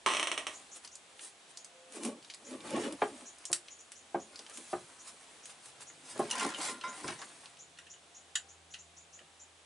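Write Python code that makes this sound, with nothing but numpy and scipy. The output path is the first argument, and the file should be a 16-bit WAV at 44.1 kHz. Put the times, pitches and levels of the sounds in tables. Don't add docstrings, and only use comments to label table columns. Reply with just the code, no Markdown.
import sys
import numpy as np
from scipy import signal
from scipy.fft import rfft, irfft, next_fast_len
from scipy.io import wavfile
from scipy.ndimage import map_coordinates

SR = 44100
rng = np.random.default_rng(int(sys.argv[2]) if len(sys.argv) > 2 else 0)


def store_wav(level_fs):
    pcm = np.round(np.clip(np.atleast_2d(level_fs), -1, 1) * 32767)
    wavfile.write(sys.argv[1], SR, pcm.T.astype(np.int16))


def convert_level_to_amplitude(level_db):
    exponent = np.asarray(level_db, float) / 20
    return 10 ** exponent


N = 425565
TOP_HZ = 10980

# (time [s], level [dB])
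SLIPS = [(0.0614, -14), (0.069, -25), (0.0763, -24), (0.0856, -22), (0.0889, -38), (0.0925, -28),
         (0.0969, -27), (0.103, -23), (0.111, -21.5), (0.1187, -25.5), (0.127, -26), (0.1361, -19.5),
         (0.148, -19.5), (0.168, -18), (0.196, -17), (0.228, -17.5), (0.2712, -18.5), (0.3153, -18),
         (0.3768, -19), (0.4675, -21)]
# (time [s], level [dB], hardness corner [Hz], hollowness [dB], weight on the floor [dB])
KNOCKS = [(1.966, -47, 595, -7, -54), (2.046, -31, 550, 0, -36), (2.637, -43, 840, 9, -50),
          (2.765, -24, 500, 11, -30), (3.017, -12.5, 1480, -0.5, -28), (3.499, -33.5, 740, 2, -37),
          (4.144, -19, 724, 1.5, -32), (4.729, -23.5, 890, -2.5, -22.5), (4.392, -46, 900, -3, -60),
          (4.495, -55, 1200, -7, -60), (6.157, -34.5, 544, 25, -34), (6.193, -16.5, 680, -4, -23.5),
          (6.447, -25.5, 900, 5, -29), (6.583, -41, 1050, -4, -40), (7.041, -35, 700, 7, -24),
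          (7.086, -33.5, 950, 8, -24), (9.207, -52.5, 300, -8, -44)]
# (frequency [Hz], likeness [0..1])
CABIN_ALIKE = [(200, 1), (600, 0.95), (2000, 0.67), (10000, 0.84)]


def unit(x):
    return x / np.sqrt(np.mean(x ** 2) + 1e-20)


def along(points, hz):
    f, v = np.transpose(points)
    return np.interp(np.log(hz + 1), np.log(f + 1), v)


def curves(rows, off=-110):
    s, *cols = np.transpose(rows)
    return [np.interp(np.arange(N) / SR, s, c, off, off) for c in cols]


def wobble(rate_hz):
    knots = rng.standard_normal(int(N * rate_hz / SR) + 4)
    return map_coordinates(knots, [np.arange(N) * rate_hz / SR])


def filtered(x, response):
    m = next_fast_len(x.shape[-1] + 4096)
    return irfft(rfft(x, m) * response(np.fft.rfftfreq(m, 1 / SR)), m)[..., :x.shape[-1]]


def modes(table):
    def response(f):
        total = 0
        for k, (hz, width_hz, db) in enumerate(table):
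            loss = 1j * f * width_hz
            total = total + (-1) ** k * convert_level_to_amplitude(db) * loss / (hz * hz - f * f + loss)
        return total
    return response


def causal(table):
    def response(f):
        power = sum(np.abs(modes([mode])(f)) ** 2 for mode in table)
        cepstrum = irfft(np.log(power + 1e-9) / 2)
        half = len(cepstrum) // 2
        fold = np.r_[1, 2 * np.ones(half - 1), np.zeros(len(cepstrum) - half)]
        return np.exp(rfft(cepstrum * fold, 2 * len(f) - 1)[:len(f)])
    return response


def spread(pair, alike):
    def mid_side(hz):
        turn = np.arccos(np.clip(along(alike, hz), -1, 1)) / 2
        return np.array([np.cos(turn), np.sin(turn)])
    mid, side = filtered(pair, mid_side)
    return np.array([mid + side, mid - side])


def cabin(stretch, walls=0.79):
    # (frequency [Hz], t60 [s])
    decay = [(200, 0.35), (700, 0.21), (2000, 0.17), (5000, 0.15), (10000, 0.17)]
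    hz, t, z = signal.stft(rng.standard_normal((2, SR // 6)), SR, nperseg=128)
    turn = np.arccos(np.clip(along(CABIN_ALIKE, hz), -1, 1))[:, None] / 2
    fade = convert_level_to_amplitude(-60 * t / stretch / along(decay, hz)[:, None]) * (1 + walls * np.exp(-t / 0.0024))
    mid, side = z * fade * [np.cos(turn), np.sin(turn)]
    tail = signal.istft(np.array([mid + side, mid - side]), SR, nperseg=128)[1]
    return np.pad(tail / np.linalg.norm(tail[0]), ((0, 0), (50, 0)))


def add(out, s, peak_db, sound, wet_db, tail, pan_db=0.0):
    both = convert_level_to_amplitude(wet_db) * signal.fftconvolve(sound[None], tail, axes=1)
    both[:, :len(sound)] += sound
    piece = out[:, round(s * SR):][:, :both.shape[1]]
    gain = convert_level_to_amplitude(peak_db + pan_db / 2 * np.array([[1], [-1]]))
    piece += gain * both[:, :piece.shape[1]] / np.abs(sound).max()


def burst(contact_s, response, lead, hold=1, rise_s=1e-5):
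    t = np.arange(3000) / SR
    rattle = rng.standard_normal(len(t)) * (1 - np.exp(-(t / rise_s) ** 2))
    return filtered((rattle + lead * (t == 0)) * convert_level_to_amplitude(-40 * (t / contact_s) ** hold), response)


def creak(out):
    # (frequency [Hz], width [Hz], level [dB])
    shell_modes = [(335, 350, -3), (620, 170, -1), (1126, 150, 2.5), (1887, 120, -0.5), (2240, 250, -1),
                   (2590, 250, 0), (3040, 270, 4), (3220, 120, 1), (3870, 650, -13.5), (5800, 570, -5.5),
                   (7300, 800, -22.5), (8500, 670, -6.5), (9550, 400, -13.5), (10760, 520, -18)]
    board_modes = [(354, 380, -5), (887, 13, 12), (1050, 34, 11)]
    # (frequency [Hz], width [Hz], level of the part taken away [dB]
    weak_bands = [(1590, 330, -26), (4750, 700, -1)]
    near_wall_s, near_wall_db = 0.0031, -14
    smear_s = 0.00121
    start_db, rest_db, fade_s = 0.5, -18.5, 0.08
    new_share = 0.51

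    def radiation(f):
        dips = np.prod([1 - modes([dip])(f) for dip in weak_bands], axis=0)
        return dips * 1j * f / (200 + 1j * f) * np.exp(-1j * np.pi * f * f * smear_s / TOP_HZ)

    tail = cabin(1.55, walls=0.47)
    jolt = 1.0 * (np.arange(3000) == 0)
    click = convert_level_to_amplitude(8) * filtered(jolt, causal(shell_modes))
    click = click + convert_level_to_amplitude(near_wall_db) * np.roll(click, round(near_wall_s * SR))
    click = filtered(click, radiation)
    thump = filtered(jolt, modes(board_modes))
    for s, db in SLIPS:
        thump_db = rest_db + (start_db - rest_db) * np.exp(-((s - SLIPS[0][0]) / fade_s) ** 2)
        answer = (1 - new_share) * tail + new_share * cabin(1.12, walls=0.59)
        add(out, s + 0.00044, db + 0.06, click + convert_level_to_amplitude(thump_db + 12) * thump, 6.0, answer, pan_db=-1.7)


def knocks(out):
    # (frequency [Hz], level [dB], t60 [s])
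    bench = [(225.3, -13.5, 0.16), (271, -8.5, 0.094), (353, 1, 0.082), (418, -6.5, 0.11),
             (546, -5.5, 0.09), (640, -0.5, 0.063), (718, 3, 0.052), (788, 2.5, 0.065), (840, 6, 0.022),
             (1036, -26, 0.074), (1071, -2, 0.07), (1200, 2, 0.067), (1260, -18, 0.2), (1633, -9, 0.15)]
    rise_s = 0.0031
    t = np.arange(SR // 6) / SR
    hz, level_db, t60 = np.transpose(bench)[:, :, None]
    for s, db, corner_hz, hollow_db, _ in KNOCKS:
        chance = rng.standard_normal((2, len(bench), 1))
        gain = convert_level_to_amplitude(level_db + hollow_db * (hz < 450) + 1.5 * chance[0])
        gain = gain / (1 + (hz / corner_hz) ** 2) ** 1.53
        tones = np.sin(2 * np.pi * hz * t + 3 * chance[1])
        ring = (gain * convert_level_to_amplitude(-60 * (t / t60) ** 1.24) * tones).sum(0)
        ring = unit(ring * (1 - np.exp(-t / rise_s)))
        dull = lambda f: modes([(900, 2400, 0)])(f) / (1 + 1j * f / (1.4 * corner_hz)) ** 3
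        edge = burst(0.059, dull, lead=3.9, hold=0.79)
        ring[:len(edge)] += unit(edge * (1 - np.exp(-t[:len(edge)] / rise_s)))
        add(out, s, db - 1, ring, -3.5, cabin(0.77))


def snaps(out):
    # (time [s], level [dB])
    cracks = [(1.923, -34.5), (2.034, -25.5), (2.05, -21), (2.345, -30), (2.7062, -29), (2.763, -30),
              (2.924, -28.5), (3.919, -28.5), (4.497, -33), (4.573, -26), (5.456, -29), (5.657, -33),
              (6.177, -31), (6.302, -25), (6.31, -23)]
    # (time [s], level [dB], centre [Hz])
    ticks = [(0.8485, -35, 4800), (0.875, -37, 4940), (0.9539, -34, 7300), (1.5725, -31, 5760),
             (1.6458, -34.5, 7260), (2.247, -39.5, 3720), (3.3843, -39, 8700), (3.4531, -25.5, 7100),
             (3.5163, -23, 9950), (4.358, -34, 4730), (4.3916, -32, 4750), (6.192, -27, 10000),
             (6.5861, -32, 7660), (7.5702, -45, 3400), (7.7553, -55, 3760)]
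    # (time [s], level [dB], centre [Hz])
    flicks = [(1.1932, -38.5, 2590), (2.2262, -45, 4500), (2.2995, -33, 3000), (2.3028, -37, 4800),
              (2.309, -40, 5000), (2.3378, -35.5, 4600), (2.6052, -41, 3398), (2.762, -42, 2200),
              (2.8, -44, 2390), (3.678, -47, 5000), (3.6833, -37, 3200), (3.807, -43, 8000),
              (5.9, -48, 2000), (5.5, -45, 3670), (4.4641, -39, 3220), (5.808, -41, 6955),
              (6.296, -37, 3000), (6.448, -30, 5940), (6.837, -40, 2268), (7.0792, -29, 5454),
              (7.0837, -33.5, 1500), (7.224, -40, 1200), (7.4574, -38, 3640)]
    # (time [s], level [dB], centre [Hz], body [dB])
    breaks = [
        (3.5292, -7.5, 8700, -11),
    ]
    # (time [s], level [dB])
    ratchet = [(6.332, -31), (6.3546, -24), (6.3815, -25), (6.4, -30), (6.407, -28), (6.422, -29),
               (6.4305, -23), (6.448, -28), (6.4644, -25.5), (6.4776, -32), (6.49, -29), (6.5014, -31),
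               (6.6138, -25), (6.63, -28), (6.6494, -30), (6.661, -32), (6.6773, -35), (6.6886, -35),
               (6.6992, -37)]
    events = [(s, db, 9550, -7.5) for s, db in cracks]
    events += [(*row, -55) for row in ticks]
    events += [(*row, -16) for row in flicks]
    events += breaks
    events += [(s, db, 8650, -10) for s, db in ratchet]
    tails = [cabin(0.9, walls=1.5) for _ in range(12)]
    for k, (s, db, hz, body_db) in enumerate(events):
        body = modes([(2200, 2400, body_db + 4.0), (hz, 0.5 * hz, 0)])
        crack = burst(0.0016, body, lead=2.1, rise_s=0.00047)
        add(out, s + 0.0005, db + 3.0, crack, 2.5, tails[k % len(tails)])


def blade(out):
    # (time [s], level [dB], lowest ring [Hz], its level [dB], brightness [dB])
    cuts = [(6.311, -30, 1400, -25, -6), (6.396, -35.5, 1850, -32, -8.5), (6.538, -46, 1670, -28, -32),
            (6.5456, -38, 1680, -22, -37), (6.8115, -47, 1370, -25, -37), (7.2162, -45, 1360, 15, -27),
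            (7.774, -58, 1800, -18, -27), (7.787, -47, 1790, -7, -17), (7.8675, -56.5, 1750, -12, -25),
            (7.938, -60, 1800, -15, -35), (8.739, -46, 1810, -24, -21), (8.743, -42.5, 1810, -6, -26),
            (9.19, -55, 1590, -1, -21)]
    # (frequency [Hz], width [Hz], level [dB])
    blade_modes = [(2870, 290, 2), (3930, 380, -13), (5840, 140, 17.5), (7400, 300, 9), (8740, 510, 4),
                   (9500, 350, 5)]
    bite_modes = [(1500, 370, 8.5), (1810, 96, 5), (2800, 300, 11), (3700, 520, -6), (4600, 690, -21),
                  (6350, 450, -2), (7130, 270, 15.5), (7650, 300, -4), (8700, 1000, -15), (9800, 900, -17)]
    # (frequency [Hz], width [Hz], level of the part taken away [dB]
    mute_band = [(2220, 420, 1)]

    def steel(table, bass_cut_hz):
        def response(f):
            bass_cut = (1j * f / (bass_cut_hz + 1j * f)) ** 4
            return causal(table)(f) * (1 - modes(mute_band)(f)) * bass_cut
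        return response

    for s, db, ring_hz, ring_db, bright_db in cuts:
        body = [(ring_hz, 200, ring_db + 14.5)]
        body += [(hz, width, level + (hz > 5000) * (bright_db - 5.5)) for hz, width, level in blade_modes]
        tick = burst(0.005, steel(body, 1100), lead=1.6, hold=1.3, rise_s=0.00089)
        add(out, s, db + 10.0, tick, 2.7, cabin(0.9))
    bite = burst(0.0066, steel(bite_modes, 900), lead=0.11, hold=1.4, rise_s=0.002)
    add(out, 8.3535, -19, bite, 5.5, cabin(0.81))


def vice(out):
    # (time [s], level [dB], tilt [dB per octave], share of the free ring time)
    taps = [(6.0517, -46, 11, 1.5), (6.1073, -39.5, 15, 0.77), (6.31, -47, -1.5, .4),
            (6.3506, -29, -9, 0.34), (6.381, -35, 12, .6), (6.4083, -27.5, 2, 0.97),
            (6.4463, -29.5, -5, 0.79), (6.614, -31, 5, 0.53), (6.65, -41, 7, 0.42), (6.6789, -35, 3.5, 1.1),
            (6.838, -25.5, 0, 0.76), (6.9285, -39.5, 0, 0.71), (7.042, -31.5, -10, 0.17),
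            (7.035, -41, 17, 0.72)]
    # (frequency [Hz], level [dB], t60 [s])
    steel_modes = [(1036, 8, 0.39), (1394, 4, 0.46), (2065, -3, 0.31), (2280, -10, 0.28), (2590, -20, 0.16),
                   (3760, -11.5, 0.45), (4980, -10, 0.3), (5190, -13, 0.26), (6090, -15, 0.23),
                   (8200, -16, 0.13)]
    t = np.arange(SR // 4) / SR
    for s, db, tilt_db, free in taps:
        drift = 0.036 * np.cumsum(rng.standard_normal(len(t)))
        ring = np.zeros(len(t))
        for hz, mode_db, t60 in steel_modes:
            level_db = mode_db + tilt_db * np.log2(hz / 1200) + rng.normal(0, 1.2)
            ring += convert_level_to_amplitude(level_db - 60 * t / (free * t60)) * np.sin(2 * np.pi * hz * t + drift)
        ring = ring * (1 - np.exp(-t / 0.00086)) / np.abs(ring).max()
        clank = burst(0.026, modes([(1200, 420, 0)]), lead=1.0)
        ring[:len(clank)] += convert_level_to_amplitude(-5 - abs(tilt_db)) * clank / np.abs(clank).max()
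        add(out, s, db - 3.0, ring, -9.5, cabin(0.47))


def grains(rate_hz, size_db):
    size, count = 2048, N // 2048 + 1
    hits = rng.random((count, size)) < rate_hz / SR
    size_gain = convert_level_to_amplitude(size_db * np.minimum(rng.exponential(size=(count, size)), 3.5))
    hits = hits * size_gain * rng.standard_normal((count, size))
    echo = rng.standard_normal((2, count, 2000)) * convert_level_to_amplitude(-60 * np.arange(2000) / SR / 0.069)
    parts = irfft(rfft(hits, 2 * size) * rfft(echo, 2 * size), 2 * size)
    both = parts[..., :size] + np.roll(parts[..., size:], 1, axis=1)
    return spread(both.reshape(2, -1)[:, :N], CABIN_ALIKE)


def strokes(rows, between_db):
    rise_db, fall_db, roundness = 12.5, 11, 1.42
    power = convert_level_to_amplitude(2 * between_db)
    for s, length_s, db in rows:
        n = np.arange(round((s - 0.3) * SR), round((s + 0.4) * SR))
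        late = (n / SR - s) / max(length_s, 0.01)
        loss_db = np.where(late < 0, rise_db, fall_db) * np.abs(late) ** roundness
        power[n] += convert_level_to_amplitude(2 * (db - loss_db))
    return np.sqrt(power)


def rubbing():
    # (time [s], length [s], level [dB])
    drags = [(1.98, 0.023, -43), (2.06, 0.082, -35), (2.545, 0.11, -42.5), (2.66, 0.035, -37.5),
             (2.77, 0.061, -26.5), (2.865, 0.041, -31.5), (2.938, 0.024, -39.5), (3.11, 0.14, -51),
             (3.225, 0.037, -48), (4.3, 0.21, -60.5), (4.59, 0.031, -48), (6.15, 0.17, -54.5),
             (6.265, 0.045, -53), (6.346, 0.023, -52), (6.45, 0.13, -41), (6.605, 0.028, -41),
             (6.72, 0.068, -43), (6.87, 0.042, -44), (7.054, 0.036, -43.5), (7.23, 0.066, -58)]
    # (time [s], length [s], plastic [dB], sleeve [dB])
    tugs = [(0.537, 0.09, -62, -56), (0.766, 0.025, -61, -51), (0.852, 0.019, -55, -52),
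            (1.247, 0.059, -81, -48.5), (1.508, 0.018, -73, -57.5), (1.963, 0.05, -50.5, -51),
            (2.056, 0.049, -49, -46), (2.515, 0.075, -50, -55), (2.696, 0.082, -45.5, -53),
            (2.817, 0.1, -41, -48.5), (2.87, 0.042, -45, -58), (3.041, 0.08, -52, -55),
            (3.172, 0.17, -57, -58.5), (3.422, 0.05, -56, -64), (4.36, 0.07, -56.5, -69),
            (4.51, 0.03, -48, -69), (4.586, 0.1, -77, -53.5), (4.718, 0.079, -73, -52.5),
            (5.082, 0.033, -56, -47.5), (5.505, 0.045, -57, -56), (5.668, 0.058, -60, -54.5),
            (5.823, 0.023, -55, -49.5), (6.114, 0.057, -54, -51), (6.236, 0.1, -44.5, -53),
            (6.33, 0.042, -39, -64), (6.42, 0.073, -34, -47), (6.51, 0.094, -42, -60),
            (6.655, 0.077, -36, -39), (6.88, 0.11, -49.5, -84), (7.098, 0.05, -37.5, -53),
            (7.22, 0.07, -49, -61)]
    # (time [s], level [dB])
    fidget = [(0.5, -60), (1.0, -73), (1.9, -89), (2.3, -65), (3.0, -76), (3.3, -69), (4.1, -68.5),
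              (4.4, -60.5), (5.1, -60), (5.8, -70), (6.05, -60.5), (6.4, -94), (6.98, -49.5), (7.2, -59),
              (7.46, -57.5), (7.6, -72)]
    # (frequency [Hz], width [Hz], level [dB])
    wood_modes = [(235, 48, -5), (342, 55, -10), (415, 25, -12.5), (578, 72, -16), (840, 21, -19.5),
                  (1103, 104, -27.5), (1850, 76, -38), (2360, 63, -30), (2940, 40, -31.5)]
    # (frequency [Hz], density [dB per Hz])
    plastic_spectrum = [(410, -8.5), (700, -4.5), (1070, -2.5), (1310, -5), (1420, -5.5), (2060, -6),
                        (6000, -16.5), (7800, -25), (13200, -120)]
    sleeve_spectrum = [(2500, -4.5), (4000, -1.5), (5000, -3), (7000, 0.5), (9000, 4.5), (11500, -3)]
    busy_db, = curves(fidget)
    drag = unit(filtered(grains(1500, 1.0), modes(wood_modes)))
    scrape = unit(filtered(grains(2000, 4.0), lambda f: convert_level_to_amplitude(along(plastic_spectrum, f))))
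    swish = unit(filtered(grains(4000, 2.08), lambda f: convert_level_to_amplitude(along(sleeve_spectrum, f))))
    plastic = [(s, length_s, db) for s, length_s, db, _ in tugs]
    sleeve = [(s, length_s, db) for s, length_s, _, db in tugs]
    return (strokes(drags, busy_db - 7.5) * drag
            + convert_level_to_amplitude(-2.5) * strokes(plastic, busy_db) * scrape
            + convert_level_to_amplitude(3.0) * strokes(sleeve, busy_db - 1.5) * swish)


def floor():
    # (frequency [Hz], width [Hz], level [dB])
    floorboards = [(100, 47, -10), (162, 65, 4)]
    t = np.arange(SR // 8) / SR
    push = np.zeros((2, N + SR))
    tear_weight_db = -43
    for s, weight_db in [(SLIPS[0][0], tear_weight_db)] + [(row[0], row[-1]) for row in KNOCKS]:
        shove = rng.standard_normal(len(t)) + 0.14 * rng.standard_normal((2, len(t)))
        push[:, round(s * SR):][:, :len(t)] += convert_level_to_amplitude(weight_db - 60 * t / 0.32) * shove
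    return filtered(push[:, :N], lambda f: modes(floorboards)(f) / (1 + 1j * f / 200) ** 2)


def bird(out):
    # (time [s], level [dB])
    calls = [(0.54, -40), (0.714, -40.5), (0.914, -43), (1.578, -45), (2.446, -43), (3.257, -37.5),
             (3.457, -41), (3.704, -40), (3.7874, -44.5), (3.952, -42.5), (4.1974, -43), (4.533, -42),
             (4.9904, -42.5), (5.432, -43.5), (5.8674, -41), (6.8763, -40.5), (7.184, -40), (7.5897, -40.5),
             (7.898, -40.5), (8.146, -41), (8.4864, -44.5), (8.7052, -44.5), (8.7864, -43.5), (8.967, -42),
             (9.129, -41.5), (9.396, -44)]
    # (time [s], pitch [Hz], warble [Hz], level [dB])
    course = [
        (0, 6180, 870, 7.5),
        (.012, 6560, 710, -1.5),
        (.024, 6967, 250, 3.5),
        (.042, 6880, 248, -15),
    ]
    s, hz, warble_hz, db = np.transpose(course)
    t = np.arange(round(s[-1] * SR)) / SR
    edges = np.minimum(1, np.minimum(t, t[::-1]) / 0.0074)
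    tails = [cabin(1.15) for _ in range(7)]
    for k, (start_s, level_db) in enumerate(calls):
        centre = np.interp(t, s, hz) * (1 + 0.0086 * rng.standard_normal())
        pitch = centre - np.interp(t, s, warble_hz) * np.cos(2 * np.pi * 150 * t)
        chip = convert_level_to_amplitude(np.interp(t, s, db)) * np.sin(2 * np.pi * np.cumsum(pitch) / SR) * edges
        add(out, start_s - 0.003, level_db - 13.0, chip, 8.0, tails[k % len(tails)], pan_db=1.0)


def hoot():
    # (time [s], pitch [Hz], level [dB])
    calls = [
        [(1.0, 513, -93), (1.1, 512, -71), (1.2, 517, -69), (1.3, 520, -94)],
        [(1.68, 522, -80), (1.76, 519, -62.5), (1.95, 516, -63.5), (2.0, 521, -82)],
    ]
    return sum(convert_level_to_amplitude(db + 3.0) * np.sin(2 * np.pi * np.cumsum(hz) / SR) for hz, db in map(curves, calls))


def engine():
    # (time [s], firing [dB], second order [dB])
    levels = [(7.2, -86, -90), (7.7, -80, -72), (8.2, -74.5, -79), (8.7, -67.5, -67), (9.2, -76, -71.5),
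              (9.65, -72, -85)]
    first_db, second_db = curves(levels)
    turn = 2 * np.pi * np.cumsum(82 + 0.874 * wobble(1.9)) / SR
    first = convert_level_to_amplitude(first_db + 1.4 * wobble(8.5)) * np.sin(turn)
    second = convert_level_to_amplitude(second_db - 6.0 + 2.1 * wobble(8.5)) * np.sin(2 * turn)
    return first + second


def far_tones():
    # (frequency [Hz], level [dB])
    lines = [(690, -74), (790, -78), (7850, -86)]
    t = np.arange(N) / SR
    return sum(convert_level_to_amplitude(db + 4.04 * wobble(2.687)) * np.sin(2 * np.pi * hz * t + 2.0 * wobble(12))
               for hz, db in lines)


def traffic():
    # (time [s], deep [dB], drone [dB])
    levels = [(0.0, -65, -89), (2.42, -102, -69.5), (2.77, -70, -57), (3.44, -78, -82), (6.77, -83, -63.5),
              (9.65, -79, -92)]
    deep_db, drone_db = curves(levels)
    deep = unit(filtered(rng.standard_normal(N), modes([(83, 13, 0)])))
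    drone = unit(filtered(rng.standard_normal(N), modes([(137, 49, 0)])))
    return convert_level_to_amplitude(deep_db - 4.0) * deep + convert_level_to_amplitude(drone_db - 6.5) * drone


def air():
    # (frequency [Hz], density [dB per Hz])
    spectrum = [(20, -30), (50, -38), (80, -27), (140, -14.5), (200, -11), (330, -6.5), (650, -5),
                (900, -6), (1900, -8.5), (3500, -7.5), (5000, -13), (8000, -11.5), (11500, -17.5)]
    # (time [s], level [dB])
    levels = [(0, -58), (4.5, -60), (5.5, -57.5), (7.5, -59.5), (9.65, -60)]
    # (frequency [Hz], likeness [0..1])
    alike = [(60, 0.28), (170, 0.9), (480, 0.66), (1370, 0.41), (3880, 0.43), (11000, 0.84)]
    noise = spread(rng.standard_normal((2, N)), alike)
    noise = unit(filtered(noise, lambda f: convert_level_to_amplitude(along(spectrum, f))))
    return convert_level_to_amplitude(curves(levels)[0] - 0.22 + 0.69 * wobble(6.2)) * noise


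def scene():
    near = rubbing()
    for source in (creak, knocks, snaps, blade, vice, bird):
        source(near)
    near = filtered(near, lambda f: (1j * f / (170 + 1j * f)) ** 4)
    return near + floor() + hoot() + engine() + far_tones() + traffic() + air()


def band_limit(x):
    return signal.sosfilt(signal.butter(12, 11610, fs=SR, output="sos"), x)


def record(dry):
    mix = filtered(dry, lambda f: 1 / (1 + (f / TOP_HZ) ** 120) + convert_level_to_amplitude(-41))
    return band_limit(mix)


dry = scene()
out = record(dry)
store_wav(out)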